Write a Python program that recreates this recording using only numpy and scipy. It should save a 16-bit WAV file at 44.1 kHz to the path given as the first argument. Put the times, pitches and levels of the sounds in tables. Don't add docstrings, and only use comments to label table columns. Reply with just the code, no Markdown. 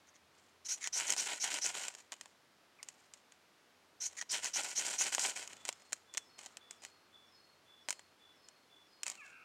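import sys
import numpy as np
from scipy import signal
from scipy.fft import rfft, irfft
from scipy.io import wavfile

SR = 44100
rng = np.random.default_rng(int(sys.argv[2]) if len(sys.argv) > 2 else 0)


def transcribe(signal):
    frames = np.atleast_2d(signal).T
    limited = np.clip(frames, -1, 1)
    pcm = np.round(limited * 32767).astype(np.int16)
    wavfile.write(sys.argv[1], SR, pcm)


N = 416304
TIME = np.arange(N) / SR
WOODS_T60_S = 0.419

# (multiple of the ring pitch, width/Hz, relative level/dB)
EDGE_MODES = [(.35, 700, -25.5), (.68, 497, -13.5), (.91, 330, 0), (1.02, 330, 1.5), (1.1, 400, -3),
              (1.29, 698, -12.5), (1.57, 1010, -19.5), (2.15, 1810, -32.5)]
# (f/Hz, relative level/dB)
FLARE_COLOUR = [(40, -43), (110, -28.5), (170, -18), (330, -11.5), (560, -8), (760, 2.5), (1020, -0.5),
                (1200, -11.5), (1430, 3.5), (1800, -0.5), (2400, 4.5), (3300, 2.5), (4400, -3.5),
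                (11000, -40)]
# (f/Hz, relative level/dB)
TICK_TOP = [(2000, -40.5), (4000, -15), (5000, -4), (6000, -3), (7000, 2), (8000, -2), (9000, -6.5),
            (10000, -15.5), (11000, -21.5), (14000, -24.5), (16000, -35)]
TICK_CRACK = [(600, -31.5), (1200, -8.5), (1600, -2), (2400, 0.5), (3300, -2), (4200, -5), (5500, -16.5),
              (11000, -52.5)]
TICK_KNOCK = [(60, -33.5), (250, -9.5), (500, -6), (760, 1.5), (1000, -1), (1250, -8), (3000, -37.5)]


def from_db(db):
    return 10 ** (np.asarray(db) / 20)


def rms_one(x):
    return x / np.sqrt(np.mean(x ** 2) + 1e-20)


def in_time(points):
    return np.interp(TIME, *np.transpose(points))


def envelope(events, attack_s, swell_db, fade_db_per_s, column=2):
    power = np.zeros(N)
    for row in events:
        start, length = row[0], max(row[1], .005)
        span = slice(int(start * SR), int((start + length + .5) * SR))
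        t = TIME[span] - start
        swell = swell_db * (np.minimum(t / length, 1) - .5)
        fade = fade_db_per_s * np.maximum(t - length, 0)
        rise = np.clip(t / attack_s, 0, 1)
        power[span] += (rise * from_db(row[column] + swell - fade)) ** 2
    return np.sqrt(power)


def drift(rate):
    r = np.exp(-40 * np.pi * rate / SR)
    noise = rng.standard_normal(N // 20 + 4002)
    slow = signal.lfilter([1], [1, -2 * r, r * r], noise)[4000:]
    return np.interp(np.arange(N) / 20, np.arange(len(slow)), rms_one(slow))


def chatter(rate, depth_db):
    return rms_one(from_db(depth_db * np.tanh(drift(rate) / 2) * 2))


def grains(per_s, spread_db, hiss):
    sizes = from_db(spread_db * np.minimum(rng.exponential(1, N), 4))
    signed = sizes * rng.choice([-1, 1], N)
    fractures = rms_one(signed * (rng.random(N) < per_s / SR))
    return rms_one(fractures + hiss * rng.standard_normal(N))


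def response(spectrum, size=4096):
    hz, db = np.transpose(spectrum)
    grid = np.maximum(np.fft.rfftfreq(size, 1 / SR), 10)
    gain = from_db(np.interp(np.log(grid), np.log(hz), db)) * np.minimum(grid / hz[0], 1)
    cepstrum = irfft(np.log(gain))
    cepstrum[1:size // 2] *= 2
    cepstrum[size // 2 + 1:] = 0
    h = irfft(np.exp(rfft(cepstrum)))
    return h / np.linalg.norm(h)


def through(x, h):
    return signal.oaconvolve(x, h)[:N]


def dying_noise(t60):
    t = np.arange(int(t60 * SR) + 2) / SR
    cloud = rng.standard_normal(len(t)) * from_db(-60 * t / t60)
    return cloud / np.linalg.norm(cloud)


def resonate(x, hz, width_hz):
    r = np.exp(-np.pi * width_hz / SR)
    feed = np.array([1, 0, -1]) * (1 - r * r) / 2
    return signal.lfilter(feed, [1, -2 * r * np.cos(2 * np.pi * hz / SR), r * r], x)


def ring(friction, modes, pitch, count):
    centres, step = np.linspace(pitch.min(), pitch.max() + 1, count, retstep=True)
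    out = 0
    for hz in centres:
        body = 0
        for k, (ratio, width, db) in enumerate(modes):
            body = body + (-1) ** k * from_db(db) * resonate(friction, ratio * hz, width)
        nearness = np.maximum(1 - abs(pitch - hz) / step, 0)
        out = out + nearness * rms_one(body)
    return out


def glide(strokes, start_hz, end_hz):
    pitch = np.full(N, np.mean(start_hz))
    each = np.ones(len(strokes))
    for row, first, last in zip(strokes, start_hz * each, end_hz * each):
        at = int(row[0] * SR)
        pitch[at:] = np.interp(TIME[at:], [row[0], row[0] + row[1]], [first, last])
    return pitch


def shimmer(x, rate, depth_db):
    band_edges = (600, 1200, 2000, 3000)
    out = 0
    for hz in band_edges:
        low = signal.sosfiltfilt(signal.butter(2, hz, fs=SR, output="sos"), x)
        out, x = out + low * chatter(rate, depth_db), x - low
    return out + x * chatter(rate, depth_db)


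def cuts(level_db=-0.5, rasp_db=-19.0, glide_share=0.05):
    # (start/s, length/s, level before level_db/dB, mid-stroke ring pitch f/Hz)
    cut_strokes = [(0.646, 0.021, -44, 6000), (0.681, 0.056, -37.0, 6120), (0.924, 0.061, -37, 6000.0),
                   (1.167, 0.03, -35.5, 5690), (1.396, 0.048, -37, 6060), (1.611, 0.0472, -37.0, 5900),
                   (4.001, 0.065, -39.5, 6170), (4.29, 0.056, -40, 5630), (4.531, 0.036, -34.5, 5920),
                   (4.751, 0.0428, -36.0, 6134), (4.979, 0.0446, -34.0, 6460)]
    friction = grains(per_s=9000, spread_db=2.5, hiss=.6) * chatter(rate=130, depth_db=2.0)
    hz = np.array(cut_strokes)[:, -1]
    pitch = glide(cut_strokes, hz * (1 - glide_share), hz * (1 + glide_share))
    edge = ring(friction, EDGE_MODES, pitch, count=14)
    rasp = from_db(rasp_db) * through(friction, response(FLARE_COLOUR))
    pressure = envelope(cut_strokes, attack_s=0.01, swell_db=2.0, fade_db_per_s=764)
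    return from_db(level_db) * pressure * (edge + rasp)


def returns():
    # (start/s, length/s, rod ring level/dB, edge ring level/dB)
    slides = [(.064, 0.032, -73.5, -67.5), (.137, 0.0219, -67, -64.5), (.806, 0.068, -48.5, -46),
              (1.061, 0.045, -54, -41), (4.164, 0.0535, -49.5, -45), (4.428, 0.045, -52.5, -44.5)]
    # (multiple of its pitch, width/Hz, relative level/dB)
    rod_modes = [(.38, 300, -16.5), (1, 320, 4.5), (1.24, 370.4, -1.5), (1.85, 600, -3.5)]
    # (start f/Hz, end f/Hz)
    rod_glide = (2200, 1780)
    edge_glide = (6900, 6200)
    friction = grains(per_s=2500, spread_db=5.5, hiss=0.45) * chatter(rate=110, depth_db=4.5)
    rod = ring(friction, rod_modes, glide(slides, *rod_glide), count=6)
    edge = ring(friction, EDGE_MODES, glide(slides, *edge_glide), count=6)
    shape = dict(attack_s=0.0081, swell_db=9, fade_db_per_s=1501)
    return envelope(slides, **shape, column=2) * rod + envelope(slides, **shape, column=3) * edge


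def showers(sizzle_db=0.45, snap_db=-7.5, knock_db=-14.0):
    # (start/s, length/s, flare level/dB, sizzle level before sizzle_db/dB)
    spark_showers = [(0.952, 0.0416, -47, -40), (0.986, 0.07, -46.0, -45.5), (1.073, 0.057, -45.0, -45),
                     (1.165, 0.072, -45.5, -41.5), (1.251, 0.09, -43.5, -45), (1.349, 0.034, -58, -54.5),
                     (1.427, 0.054, -42.5, -43.5), (1.501, 0.07, -44, -43), (1.639, 0.057, -44.0, -42.5),
                     (1.731, 0.14, -48, -47.0), (4.304, 0.035, -52, -39), (4.324, 0.0325, -39, -44.5),
                     (4.37, 0.015, -51, -48.5), (4.42, 0.058, -46.5, -45.0), (4.554, 0.048, -40.0, -40.0),
                     (4.625, 0.094, -49.5, -46.5), (4.776, 0.0537, -43.5, -42.5),
                     (4.839, 0.11, -45.5, -42.5), (4.993, 0.0862, -42.5, -41.5),
                     (5.115, 0.0257, -42.5, -38.5), (5.182, 0.046, -47.5, -37.5),
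                     (5.224, 0.0662, -41.5, -38.5), (5.286, 0.021, -48.5, -52.0),
                     (5.35, 0.0795, -49.5, -47.5), (5.487, 0.0497, -59.5, -61)]
    # (f/Hz, relative level/dB)
    sizzle_colour = [(1500, -27.5), (3500, -9), (4700, -2), (6000, -0.5), (7000, 2), (8200, 0), (9000, -7),
                     (10000, -11), (11000, -19), (14000, -24), (16000, -37)]
    # (f/Hz, relative level/dB)
    tinder_colour = [(80, -20.5), (180, -7), (350, 0.5), (650, 3), (1000, -5), (2500, -31.5)]
    bursts = grains(per_s=1100, spread_db=3.5, hiss=0.52)
    fine = grains(per_s=3500, spread_db=4.5, hiss=0.73)
    flare = through(bursts * chatter(rate=77, depth_db=1.5), response(FLARE_COLOUR))
    flare = shimmer(flare, rate=50, depth_db=2.5)
    sizzle = rms_one(fine + 0.62 * bursts) * chatter(rate=170, depth_db=2.7)
    sizzle = from_db(sizzle_db) * through(sizzle, response(sizzle_colour))
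    snap_sound = response(TICK_TOP) + response(TICK_CRACK)
    snaps = rms_one(through(grains(per_s=45, spread_db=2.0, hiss=0), snap_sound))
    knocks = through(grains(per_s=160, spread_db=1.5, hiss=0), response(tinder_colour))
    body = flare + from_db(snap_db) * snaps + from_db(knock_db) * knocks
    shape = dict(attack_s=0.014, swell_db=-2.5, fade_db_per_s=360)
    return envelope(spark_showers, **shape, column=2) * body + envelope(spark_showers, **shape, column=3) * sizzle


def ticks(scatter=0.83, scatter_t60=0.017):
    # (t/s, level before the part levels/dB, brightness/dB)
    tick_list = [(0.8735, -36.5, 0), (1, -38, 1.0), (1.1039, -34, 5.5), (1.115, -53, 3), (1.1234, -35.0, 3),
                 (1.136, -38.0, -2.0), (1.165, -40, -1), (1.4426, -39.5, 6.5), (1.504, -44, -2.0),
                 (1.5423, -40.5, 3.5), (1.5867, -39, -2.5), (1.6633, -38.5, 4.5), (1.7519, -41.5, -5),
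                 (1.883, -39.5, 1), (1.9502, -50.5, 2.0), (2.121, -43.0, -1.5), (2.1248, -45.5, -6.0),
                 (2.131, -48, -3), (2.1392, -50, -3.5), (2.2113, -45.5, -1), (2.2579, -54, -4),
                 (2.8295, -46.0, 3.5), (2.887, -47.0, 2), (3.1373, -54, 3.5), (3.322, -60, -0.0),
                 (4.2246, -45.5, -2.5), (4.445, -38.5, 2.5), (4.4527, -37.5, -3), (4.6494, -42.5, -4.0),
                 (4.866, -46, 7.0), (4.8825, -43, 2), (5.0673, -38, -3), (5.0762, -41.5, -6.0),
                 (5.1247, -40, -6), (5.149, -32.5, 3.5), (5.1816, -35.5, -9), (5.1951, -37, 1),
                 (5.3643, -48.0, 0), (5.4759, -48, 3.5), (5.532, -47.5, -3.5), (5.6524, -42.5, 0),
                 (5.6824, -44.5, 1.0), (5.6899, -32, -1), (5.727, -51, 1.5), (5.9235, -45.5, -2),
                 (5.9302, -35.0, 2.5), (6.1397, -50.5, 4), (6.1483, -46, -5), (6.173, -37, 1),
                 (6.178, -37, 2.5), (6.3902, -51, 0.0), (6.461, -49, 1), (6.5705, -46.0, -0.5),
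                 (6.7098, -50, 4), (6.85, -47.5, 0.5), (7.8867, -34.0, -5.0), (7.895, -47, 6),
                 (7.9061, -34.5, 1.5), (7.9273, -43.0, -0.5), (7.9939, -52.5, -3.5), (8.4865, -57.5, 3.0),
                 (9.033, -39.0, 2.5), (9.0657, -41, 2), (9.0803, -41.0, 3.0), (9.0999, -44.0, 3.5)]
    # colour, level/dB, and how strongly the part follows the brightness
    parts = [(TICK_KNOCK, -12.5, -0.88), (TICK_CRACK, -4.5, -0.23), (TICK_TOP, 0.0, 1.0)]
    out = 0
    for spectrum, part_db, tilt in parts:
        pulses = np.zeros(2 * N)
        for s, db, bright_db in tick_list:
            pulse = scatter * dying_noise(scatter_t60)
            pulse[0] = 1
            at = int(s * SR)
            gain = from_db(db + part_db + tilt * bright_db)
            pulses[at:at + len(pulse)] += gain * pulse / np.linalg.norm(pulse)
        out = out + through(pulses[:N], response(spectrum))
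    return out * np.sqrt(.005 * SR)


def rustles(level_db=7.5, crack_db=-2.5, knock_db=-7.0):
    # (start/s, length/s, level before level_db/dB)
    stirs = [(.34, .17, -85.5), (.765, 0.064, -69.5), (1.9, 0.11, -72), (2.115, .045, -73),
             (2.205, 0.0925, -77.5), (2.83, .22, -79.5), (3.14, 0.028, -78), (3.314, 0.018, -85),
             (4.09, 0.11, -73), (5.56, 0.081, -75.5), (5.655, 0.0327, -65), (5.735, 0.16, -80),
             (5.92, 0.023, -71), (6.128, 0.046, -74), (6.38, 0.0857, -65.5), (6.704, 0.014, -70.5),
             (6.818, 0.032, -65), (7.885, 0.055, -74.5), (9.057, 0.062, -62), (9.115, 0.18, -77)]
    crackle = grains(per_s=1500, spread_db=3.5, hiss=0.59) * chatter(rate=75, depth_db=5.5)
    stalk = response(TICK_TOP) + from_db(crack_db) * response(TICK_CRACK)
    stalk = stalk + from_db(knock_db) * response(TICK_KNOCK)
    stirring = envelope(stirs, attack_s=0.0025, swell_db=-4.5, fade_db_per_s=280)
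    return from_db(level_db) * stirring * through(crackle, stalk)


def thuds(level_db=-3.5, t60=0.13):
    # (t/s, peak level before level_db/dB)
    landings = [(1.0, -67), (1.21, -70), (1.46, -68), (1.675, -56.5), (4.339, -68), (4.58, -64),
                (4.799, -60.5), (5.03, -56.5), (5.255, -64)]
    # (f/Hz, relative level/dB)
    ground_colour = [(30, -22), (55, -2.5), (90, -10), (160, 5), (260, -11), (500, -31)]
    blows = np.zeros(N)
    for s, db in landings:
        thud = signal.fftconvolve(dying_noise(t60), response(ground_colour))
        at = int(s * SR)
        blows[at:at + len(thud)] += from_db(db + level_db) * thud / abs(thud).max()
    return blows


def smoulder():
    # (t/s, level/dB)
    smoulder_level = [(5.3, -68.5), (5.55, -66.5), (5.9, -77), (6.2, -81), (6.5, -70.5), (7.15, -79),
                      (7.5, -84)]
    # (f/Hz, relative level/dB)
    hiss_colour = [(70, -16), (170, 3), (300, 3), (600, 3), (1000, 2.5), (1300, 10), (1700, -1), (4000, -5),
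                   (8000, -38), (14000, -42)]
    alight = (TIME > smoulder_level[0][0]) & (TIME < smoulder_level[-1][0])
    hiss = through(grains(per_s=3700, spread_db=1.0, hiss=0.63), response(hiss_colour))
    return alight * from_db(in_time(smoulder_level)) * hiss


def note(rows, warble_hz=70):
    s, hz, db, depth = np.transpose(rows)
    span = (TIME >= s[0]) & (TIME <= s[-1])
    t, out = TIME[span], np.zeros(N)
    warble = np.sin(2 * np.pi * warble_hz * t + np.cumsum(rng.normal(0, 0.044, len(t))))
    pitch = np.interp(t, s, hz) + np.interp(t, s, depth) * warble
    tone = np.sin(2 * np.pi * np.cumsum(pitch) / SR)
    level = np.sqrt(2) * from_db(np.interp(t, s, db))
    out[span] = level * tone * signal.windows.tukey(len(t), .1)
    return out


def swell_note(s, length, hz, fall_hz, db):
    return note([(s, hz + fall_hz, db - 5, 35),
                 (s + .2 * length, hz + fall_hz / 2, db + 2, 35),
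                 (s + length, hz - fall_hz / 2, db - 3, 35)])


def song(note_s=0.169, near_t60=0.36):
    # (start/s, pitch around which the high note falls f/Hz, level before mixing/dB)
    phrases = [(5.55, 5150, -70.5), (6.06, 5190, -67), (6.59, 4950, -69), (7.11, 5120, -66.5),
               (7.654, 4980, -68), (8.18, 5150, -69.5), (8.69, 4980, -68.5)]
    out = np.zeros(N)
    for low, high_hz, db in phrases:
        high, middle = low + .15, low + .22
        out += swell_note(low, note_s, 3450, fall_hz=30, db=db - 0.5)
        out += swell_note(high, 0.055, 5450, fall_hz=160, db=db - 12.0)
        out += swell_note(high + 0.027, 0.099, high_hz, fall_hz=90, db=db - 2.0)
        out += swell_note(middle, note_s, 4310, fall_hz=40, db=db - 1.0)
    near = through(out, dying_noise(near_t60))
    far = through(out, dying_noise(WOODS_T60_S))
    heard = .3 * out + .55 * near + .8 * far
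    return heard * chatter(rate=30, depth_db=2.0)


def whistler(level_db=-1.0, echo_db=-4.5):
    # (start/s, length/s, start pitch f/Hz, level before level_db/dB)
    whistle_list = [(2.787, 0.022, 1275, -61), (9.056, .05, 1372, -53), (9.173, .066, 1400, -55)]
    # (start/s, start pitch f/Hz, steady pitch f/Hz, settling time/s, level before level_db/dB)
    warble_list = [(9.207, 1780, 1336, .11, -63.5), (9.222, 2850, 2620, 0.0153, -64),
                   (9.25, 2130, 2320, 0.0285, -68)]
    voice = np.zeros(N)
    for s, length, hz, db in whistle_list:
        part = np.linspace(0, 1, num=3)
        times = s + length * part
        pitch = hz * (1 - .245 * part)
        level = db - 4 * abs(2 * part - 1)
        voice += note(np.c_[times, pitch, level - 8, 0 * part])
        voice += note(np.c_[times, 2 * pitch, level, 0 * part])
    for s, start_hz, steady_hz, settle_s, db in warble_list:
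        t = TIME[TIME >= s] - s
        pitch = steady_hz + (start_hz - steady_hz) * np.exp(-t / settle_s)
        level = db + 4 * np.exp(-t / .03)
        depth_hz = 150 * np.minimum(t / 0.0707, 1) ** 2
        voice += note(np.c_[s + t, pitch, level, depth_hz])
    voice = from_db(level_db) * voice * chatter(rate=82, depth_db=1.5)
    return voice + from_db(echo_db) * through(voice, dying_noise(WOODS_T60_S))


def far_drone():
    # (t/s, level/dB)
    drone_level = [(0, -85.5), (2.5, -95), (3.3, -95.5), (3.8, -90), (4.7, -88), (5.4, -81), (6.5, -89),
                   (8.6, -87.5), (8.85, -93)]
    # (t/s, f/Hz)
    drone_pitch = [(3.8, 86.37), (5.4, 91.18), (8.0, 90.9)]
    phase = 2 * np.pi * np.cumsum(in_time(drone_pitch)) / SR
    drone = rms_one((1 + .6 * drift(9)) * np.cos(phase) + .6 * drift(9) * np.sin(phase))
    return from_db(in_time(drone_level)) * drone


def woodland_air(level_db=-68.5):
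    # (f/Hz, relative level/dB)
    air_colour = [(20, -23), (45, -20), (70, -14), (120, -7), (180, -3.5), (300, -1), (600, -2), (1300, -3),
                  (2800, -7.5), (5000, -10.5), (8000, -17.5), (11000, -21), (15800, -27)]
    return from_db(level_db) * through(rng.standard_normal(N), response(air_colour))


def scene(ground_db=-10.0, ground_t60=0.039, woods_db=-25.5):
    work = cuts() + returns() + showers() + rustles() + ticks() + thuds()
    ground = from_db(ground_db) * through(work, dying_noise(ground_t60))
    woods = from_db(woods_db) * through(work, dying_noise(WOODS_T60_S))
    birds = song() + whistler()
    return (work + ground + woods + smoulder() + birds + far_drone() + woodland_air())[None]


def record(dry):
    steep = signal.ellip(10, .1, 70, 15900, fs=SR, output="sos")
    return signal.sosfilt(steep, dry)


dry = scene()
out = record(dry)
transcribe(out)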